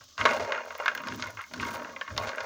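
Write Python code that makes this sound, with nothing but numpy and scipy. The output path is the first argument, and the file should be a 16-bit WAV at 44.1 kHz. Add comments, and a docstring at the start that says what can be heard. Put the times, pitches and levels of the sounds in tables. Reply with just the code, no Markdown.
"""Almonds patter in a heavy frying pan while a wooden spatula knocks it, oil hisses, spits and
crackles, and the pan rocks on the stove, close to a phone.
Knocks and nuts strike short-lived ringing tones; cracks, clicks, wooden clacks and oil pops are
fading puffs of filtered noise; rocking and hiss are noise shaped in pitch and loudness.
A short noise tail adds the room."""
import sys
import numpy as np
from scipy import signal
from scipy.fft import rfft, irfft, next_fast_len
from scipy.io import wavfile
from scipy.ndimage import uniform_filter1d

SR = 44100
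rng = np.random.default_rng(int(sys.argv[2]) if len(sys.argv) > 2 else 0)


def pcm_store(signal):
    """Save signal as 16-bit PCM."""
    levels = np.round(np.clip(np.atleast_2d(signal), -1, 1) * 32767)
    wavfile.write(sys.argv[1], SR, levels.astype(np.int16).T)


def gain_from_db(level_db):
    """Convert decibel levels to linear amplitude factors (20 dB per decade)."""
    decades = np.asarray(level_db, float) / 20
    return 10 ** decades


N = 108045  # length in samples, 2.45 s


def set_level(x, db):
    """Scale a sound so its average (rms) level is db."""
    return x * gain_from_db(db) / np.sqrt(np.mean(x ** 2))


def curve(table, column):
    """Draw straight lines between the table's points, one value per sample."""
    points = np.array(table, float)
    return np.interp(np.arange(N) / SR, points[:, 0], points[:, column])


def colour(x, points):
    """Make some pitches louder than others, by (frequency [Hz], gain [dB]) points on a log axis."""
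    table = np.array(points, float)
    size = next_fast_len(N + SR // 10)
    hz = np.maximum(np.arange(size // 2 + 1) * SR / size, 1)
    gain = gain_from_db(np.interp(np.log(hz), np.log(table[:, 0]), table[:, 1]))
    return irfft(rfft(x, size) * gain, size)[:N]


def band(x, hz, width_hz):
    """Keep the sound around one frequency, with gain 1 at the centre."""
    return signal.lfilter(*signal.iirpeak(hz, hz / width_hz, fs=SR), x)


def train(times, sizes):
    """Put a one-sample impulse of the given size at each time."""
    return np.bincount(np.clip((times * SR).astype(int), 0, N - 1), sizes, N)


def burst(x, t60):
    """Turn every impulse into a puff of noise that fades by 60 dB in t60 seconds."""
    fading = signal.lfilter([1], [1, -1000 ** (-1 / (t60 * SR))], x)
    return fading * rng.standard_normal(N)


def scatter(per_s, spread_db):
    """Pick random times with mostly small, sometimes large sizes."""
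    u = rng.random((int(per_s * N / SR), 2))
    times = u[:, 0] * N / SR
    return times, gain_from_db(-spread_db * np.log(1 - u[:, 1]))


def ring(x, hz, t60):
    """Let every impulse start one pure tone that fades by 60 dB in t60 seconds."""
    pole = np.exp(2j * np.pi * hz / SR - np.log(1000) / (t60 * SR))
    return signal.lfilter([1], [1, -pole], x).imag


def bump(hz, centre_hz, width_oct):
    """Smooth hill, 1 at the centre, that falls off over width_oct octaves."""
    return np.exp(-(np.log2(hz / centre_hz) / width_oct) ** 2)


# The ringing tones (modes) of the pan under its load of nuts:
# (frequency [Hz], relative level [dB], time to fade by 60 dB [s])
PAN_MODES = [(243, -19.5, 0.55), (359, -14, 0.058), (439, -11, 0.049), (495, -7.5, 0.056),
             (537.3, -3.5, 0.069), (603.3, -5.5, 0.093), (640.3, -2.5, 0.063), (700, -13, 0.013),
             (808, -11, 0.05), (883, -13.5, 0.082), (945.4, -4, 0.13), (1050, -5, 0.11),
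             (1096.2, -0.5, 0.095), (1147, -7.5, 0.068), (1236, -2.5, 0.053), (1360, -2.5, 0.05),
             (1447, -3, 0.063), (1560, 1, 0.038), (1632.5, -7.5, 0.072), (1760, -13.5, 0.097),
             (1920, -6.5, 0.042), (2064.3, -7.5, 0.042), (2160, -7, 0.089), (2445, -6, 0.026),
             (2783, -11, 0.066), (3280, -16.5, 0.031), (3550, -17.5, 0.062), (4305, -13.5, 0.07),
             (5300, -18.5, 0.049), (6520, -11.5, 0.047)]
LOW_MODES_HZ = 900  # tones below this count as low modes
# The stirring stroke:
# (time [s], patter level [dB], relative low-mode level [dB], relative nut-click level [dB])
STIR_STROKE = [(0, -41.5, -9, -10), (.05, -71.5, -4, 17.5), (.165, -67, -2, 4), (.185, -29, -12.5, -11.5),
               (.245, -36, -5, -4), (.265, -24.5, -4.5, -15), (.33, -30.5, 2.5, -3), (.42, -37, 4.5, -5),
               (.51, -39.5, 3, -13), (.54, -30, -0.5, -17), (.6, -34.5, -4, -28), (.66, -46, 5.5, -18),
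               (.78, -42.5, -5, -4), (.84, -35.5, -4.5, -17), (.9, -34.5, -7.5, -13), (.94, -46, -1.5, -26),
               (1.06, -39, -12, -16), (1.14, -47, -3, 7), (1.21, -43.5, -21.5, 0.5), (1.27, -37.5, -8, -3),
               (1.32, -44.5, -0.5, -12), (1.36, -61, -7, -4), (1.39, -36.5, -17, -32),
               (1.45, -49.5, -24, -27), (1.49, -65.5, 0, 5), (1.55, -46, -11, 1), (1.63, -35.5, -9.5, -3.5),
               (1.7, -37, -7, -10), (1.78, -38, 0.5, -12), (1.87, -41, -3, -31), (1.95, -47, 2.5, -27),
               (2.05, -46, -15.5, -13), (2.15, -48.5, 2.5, -3), (2.2, -38, 2.5, -17), (2.29, -35.5, -2, 0),
               (2.35, -38.5, -3, -17), (2.45, -38.5, 0, -7)]


def patter():
    """Nuts tumble on the pan floor, each ringing it at its own spot, and click against each other."""
    per_s, size_spread_db, size_max_db = 450, 4, 11
    spot_db, spot_oct = 9, .4  # how strongly and how widely a spot favours nearby tones
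    times, sizes = scatter(per_s, size_spread_db)
    strengths = rng.standard_normal((len(times), len(PAN_MODES)))
    sizes = np.minimum(sizes, gain_from_db(size_max_db))
    spot_hz = 500 * 2 ** (2.4 * rng.random(len(times)))
    force = gain_from_db(curve(STIR_STROKE, 1))
    low_gain = gain_from_db(curve(STIR_STROKE, 2) + 10)
    ringing, power = 0, 0
    for m, (hz, mode_db, t60) in enumerate(PAN_MODES):
        spot = gain_from_db(spot_db * bump(hz, spot_hz, spot_oct))
        hits = train(times, sizes * strengths[:, m] * spot) * gain_from_db(mode_db)
        power += np.mean(hits ** 2) * t60 * SR / 28  # estimated power of this tone's ringing
        ringing = ringing + ring(hits * force * (low_gain if hz < LOW_MODES_HZ else 1), hz, t60)
    clicks = set_level(band(burst(train(times, sizes), 0.027), 6200, 3900), -2)
    clicks = clicks * force * gain_from_db(curve(STIR_STROKE, 3))
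    return ringing * gain_from_db(0.5) / np.sqrt(power) + clicks


# The pan shifts on the stove grate: (time [s], rocking level [dB], relative hum level [dB])
ROCKING = [(0.0, -58, -73), (0.16, -82, -75.5), (0.2, -47, -46), (0.22, -41.5, -42.5), (0.31, -56, -43),
           (0.43, -48.5, -50.5), (0.48, -64, -55), (0.79, -92, -76), (0.82, -89, -65), (1.01, -82, -52.5),
           (1.13, -48.5, -40.5), (1.39, -54.5, -66.5), (1.42, -83, -85), (1.49, -80, -59.5),
           (1.55, -60, -49), (1.61, -43.5, -39.5), (1.77, -56, -49.5), (1.82, -89, -47.5),
           (2.06, -100, -65), (2.11, -42, -52.5), (2.17, -45, -47), (2.28, -47.5, -52), (2.32, -98, -52.5),
           (2.45, -52, -72)]


def rocking():
    """Low thumps and hum of pan and grate: narrow bands of noise that swell and fade."""
    thump_noise, hum_noise = rng.standard_normal((2, N))
    thump = set_level(band(band(thump_noise, 93, 17), 93, 120), 0)
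    wide_hum = set_level(band(band(hum_noise, 239, 174), 239, 310), -4)
    narrow_hum = set_level(band(hum_noise, 245.8, 15.3), -7)
    hum = wide_hum + narrow_hum
    return thump * gain_from_db(curve(ROCKING, 1)) + hum * gain_from_db(curve(ROCKING, 2))


# Tone colour of the oil's hiss: (frequency [Hz], relative level per hertz [dB])
HISS_COLOUR = [(35, -11), (60, -23), (87, 9.5), (110, -41), (386, -18), (1000, -20.5), (1130, -1.5),
               (2060, -37.5), (3060, -8.5), (3860, -8), (6440, -3.5), (10000, -42), (15600, -19)]


def oil_hiss():
    """A little oil hisses: coloured noise whose loudness flutters slightly."""
    flutter = set_level(uniform_filter1d(rng.standard_normal(N), size=900), 0)  # about 20 ms smoothing
    hiss = colour(rng.standard_normal(N), HISS_COLOUR) * gain_from_db(1.2 * flutter)
    return set_level(hiss, -57.5)


# How lively the oil crackles as the nuts turn over: (time [s], relative level [dB])
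CRACKLE_LEVEL = [(0, -76), (.17, -82), (.2, -76), (.33, -61), (.42, -63), (.5, -81), (.62, -81), (.68, -70),
                 (.9, -76), (1.05, -75), (1.15, -76), (1.3, -75), (1.36, -69.5), (1.5, -71), (1.62, -64.5),
                 (1.75, -53), (1.8, -70), (1.95, -78), (2.15, -71), (2.2, -58), (2.3, -74), (2.45, -74)]


def oil_crackle():
    """Fine crackle of oil: many tiny high-pitched puffs of noise at random times."""
    pops = burst(train(*scatter(350, 2.8)), 0.016)  # 350 pops per second
    fine = set_level(band(pops, 14000, 4000) + 0.8 * band(pops, 10300, 3300), 0)
    return fine * gain_from_db(curve(CRACKLE_LEVEL, 1) + 20)


# Single spits of oil:
# (time [s], relative level [dB], strength of the lower part against the top [dB])
OIL_SPITS = [(0.0393, -42, -5), (0.1765, -59, -6), (0.2527, -36, 3), (0.3185, -39, -1), (0.3416, -37, -8),
             (0.6404, -67, 0), (0.6554, -47, 3), (0.779, -33, -15), (0.816, -43, -4), (0.849, -49, -6),
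             (0.855, -38.5, -7), (0.9203, -60, -6), (0.9507, -28.5, -6), (1.018, -36, -16),
             (1.062, -63, -14), (1.075, -43, 5), (1.1368, -49, 8), (1.1593, -29.5, -25), (1.252, -53, -8),
             (1.2705, -38, -3), (1.3053, -39, 0.5), (1.4157, -40, 1), (1.4656, -45, -6), (1.5229, -57, -4),
             (1.5358, -46, 7), (1.6107, -41, 1), (1.6482, -35, -6), (1.7066, -37, 0), (1.731, -42, 1),
             (1.8326, -41.5, -5), (1.925, -54, 4), (2.0243, -59, -4), (2.1793, -32, -25), (2.214, -46, -7),
             (2.359, -50.5, 11), (2.4349, -48, 3)]


def spits():
    """Oil spits: bright puffs of noise in a top band, with a lower band of their own strength."""
    t60, gain_db = 0.013, 2.5
    times, db, reach_db = np.array(OIL_SPITS, float).T
    top = burst(train(times, gain_from_db(db + gain_db)), t60)
    top = band(band(top, 13200, 3300), 14400, 5400)
    lower = burst(train(times, gain_from_db(db + reach_db + gain_db)), t60)
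    lower = band(band(lower, 12100, 6000), 9200, 7500)
    return gain_from_db(15.5) * (top + lower)


# The loudest knocks: (time [s], relative level [dB], favoured ring [Hz],
# relative low-mode level [dB], relative crack level [dB])
SPATULA_KNOCKS = [(0.179, -26.5, 1130, -21, 1.5), (0.211, -11, 2160, -22, -5.5),
                  (0.254, -1.5, 1104, -5, -10), (0.267, -17, 1120, -19, -15), (0.29, -18, 2200, -15, -5),
                  (0.311, -12.5, 554, -10.5, -21), (0.324, -15, 1080, -9.5, -25),
                  (0.344, -23.5, 600, 0, -19), (0.371, -17.5, 640, -8.5, -12), (0.397, -19, 645, -10, -16),
                  (0.434, -23.5, 1160, -4, -25), (0.496, -27, 566, 0, -22), (0.521, -14, 1760, -16, -4.5),
                  (0.549, -19.5, 528, -10, -26), (0.577, -20.5, 1360, -6, -26), (0.681, -37, 590, -9, -17),
                  (0.706, -22.5, 630, -13, -25), (0.751, -30.5, 1080, -1, 4.5),
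                  (0.8, -15.5, 560, -7.5, -32), (0.859, -10.5, 1650, -24, -12), (0.88, -9, 1560, -47, -36),
                  (0.916, -25, 1560, -8, -16), (0.95, -20.5, 1660, -12.5, -4), (0.976, -20, 1610, -11, 1),
                  (1.003, -23.5, 1130, -34, -29), (1.036, -23.5, 1560, -35, -30),
                  (1.071, -22, 1620, -5, -2.5), (1.085, -20.5, 910, -22, 1.5), (1.123, -24, 1630, -16, -9),
                  (1.137, -30, 930, -18, -3), (1.182, -38, 1120, -16, -5), (1.196, -26.5, 1200, -7.5, -18),
                  (1.224, -17.5, 2160, -14, 4), (1.239, -24.5, 1460, -10, -21), (1.259, -27, 960, -15, -14),
                  (1.284, -32, 635, -9, -15), (1.372, -26.5, 2160, -16, -24), (1.41, -27, 2160, -29, -18),
                  (1.439, -32, 2160, -31, -15), (1.512, -33.5, 1460, -6, -24), (1.537, -24, 1500, -13.5, 6),
                  (1.599, -20.5, 2060, -24, -23), (1.629, -19, 1540, -15, -6),
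                  (1.651, -24.5, 2150, -20, -11), (1.674, -31, 1590, -15, -27), (1.71, -25, 942, -8, -17),
                  (1.758, -23.5, 950, -6.5, -17), (1.796, -27.5, 939, -10, -24),
                  (1.819, -31, 619, -3.5, -20), (1.847, -24, 1560, -30, -31), (1.896, -31, 1040, -2, -25),
                  (1.963, -24, 2100, -11, -21), (2.012, -16, 1730, -15.5, -27),
                  (2.078, -25.5, 1730, -28, -27), (2.104, -28, 1690, -23, -24), (2.165, -24, 600, -22, 1),
                  (2.178, -16.5, 1050, -7.5, 10), (2.211, -25.5, 1100, -1, -20), (2.227, -34, 570, -9, -12),
                  (2.248, -25, 1490, -2, -14), (2.274, -22, 583, -9.5, -7), (2.292, -19.5, 1160, -7, 0),
                  (2.317, -24.5, 654, -17, -23), (2.349, -30.5, 1560, -5, -18),
                  (2.382, -20, 1620, -8.5, -26), (2.406, -23.5, 1560, -18, 2.5)]


def knocks():
    """Each knock lands on its own spot, so it favours some of the pan's tones, and it also cracks."""
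    taps, contact_s, later_taps_db = 4, 0.00399, -6  # a few contacts in quick succession
    knock_db, spread_db = -19, 2.5
    ring_db, ring_width_oct = 9.5, 0.16  # boost around the favoured ring
    s, db, favoured_hz, low_db, crack_db = np.array(SPATULA_KNOCKS, float).T
    delays = contact_s * rng.random((len(s), taps))
    variation = rng.standard_normal((len(s), len(PAN_MODES), taps))
    later = np.arange(taps) > 0
    times = s[:, None] + delays * later
    ringing = 0
    for m, (hz, mode_db, t60) in enumerate(PAN_MODES):
        spot_db = ring_db * bump(hz, favoured_hz, ring_width_oct)
        spot_db = spot_db + (low_db + 13.5) * (hz < LOW_MODES_HZ) + (crack_db + 4) * (hz > 3000)
        mode_level = (db + knock_db + mode_db + spot_db)[:, None]
        sizes = gain_from_db(mode_level + spread_db * variation[:, m]) * gain_from_db(later_taps_db * later)
        signs = np.sign(np.sin(20 * variation[:, m]))  # scrambles which way each contact pushes
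        ringing = ringing + ring(train(times.ravel(), (sizes * signs).ravel()), hz, t60)
    crack = burst(train(s, gain_from_db(db + crack_db + 1)), 0.0096)
    return ringing + band(band(crack, 4640, 2160), 4640, 4900)


def clacks():
    """The dry wooden part of each knock: a few milliseconds of noise around the favoured ring."""
    hold_s, t60, width_hz = .009, .018, 450  # the noise holds this long before fading at full scale; quieter knocks hold it for less
    t = np.arange(int(.06 * SR)) / SR
    out = np.zeros(N + len(t))
    noises = rng.standard_normal((len(SPATULA_KNOCKS), len(t)))
    for (s, db, hz, low_db, _), noise in zip(SPATULA_KNOCKS, noises):
        puff = noise * 1000 ** (-np.maximum(t - hold_s * gain_from_db(db), 0) / t60)
        clack = band(puff, hz, width_hz)
        clack = clack + gain_from_db(low_db + 3.5) * band(puff, 610, 250)
        clack = clack + gain_from_db(-17.5) * band(puff, 2060, 1130)
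        start = int(s * SR)
        out[start:start + len(t)] += clack * gain_from_db(db - 6.5) / np.abs(clack).max()
    return out[:N]


def room(near):
    """The room's echo: the near sounds smeared by a noise tail that fades by 60 dB in 0.2 s."""
    t = np.arange(int(.4 * SR)) / SR
    tail = rng.standard_normal(len(t)) * 1000 ** (-t / .2) * (t > .003)  # starts after 3 ms
    tail = set_level(tail, -13) / np.sqrt(len(t))
    return signal.fftconvolve(near, tail)[:N]


# How the microphone colours the near sounds and the room: (frequency [Hz], gain [dB])
MIC_RESPONSE = [(40, -58), (200, -26.5), (400, -9), (3000, 2), (6800, -8.5), (8000, -21), (10500, -22.5),
                (13000, -29.5), (15000, -18), (15500, -7), (16000, -52)]


def microphone(x):
    """The microphone passes some pitches more strongly than others."""
    return colour(x, MIC_RESPONSE)


def scene():
    """Mix everything; the rocking and the hiss skip the room and the microphone colour."""
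    near = patter() + oil_crackle() + spits() + knocks() + clacks()
    return (microphone(near + room(near)) + rocking() + oil_hiss())[None]


def low_pass(x):
    """Removes everything above the highest recorded frequency."""
    return signal.sosfilt(signal.butter(12, 16630, fs=SR, output="sos"), x)


def record(dry):
    """The phone gently rounds the loudest peaks so that they stay below a ceiling."""
    ceiling = .98
    mix = ceiling * np.tanh(dry / ceiling)
    return low_pass(mix)


dry = scene()
out = record(dry)
pcm_store(out)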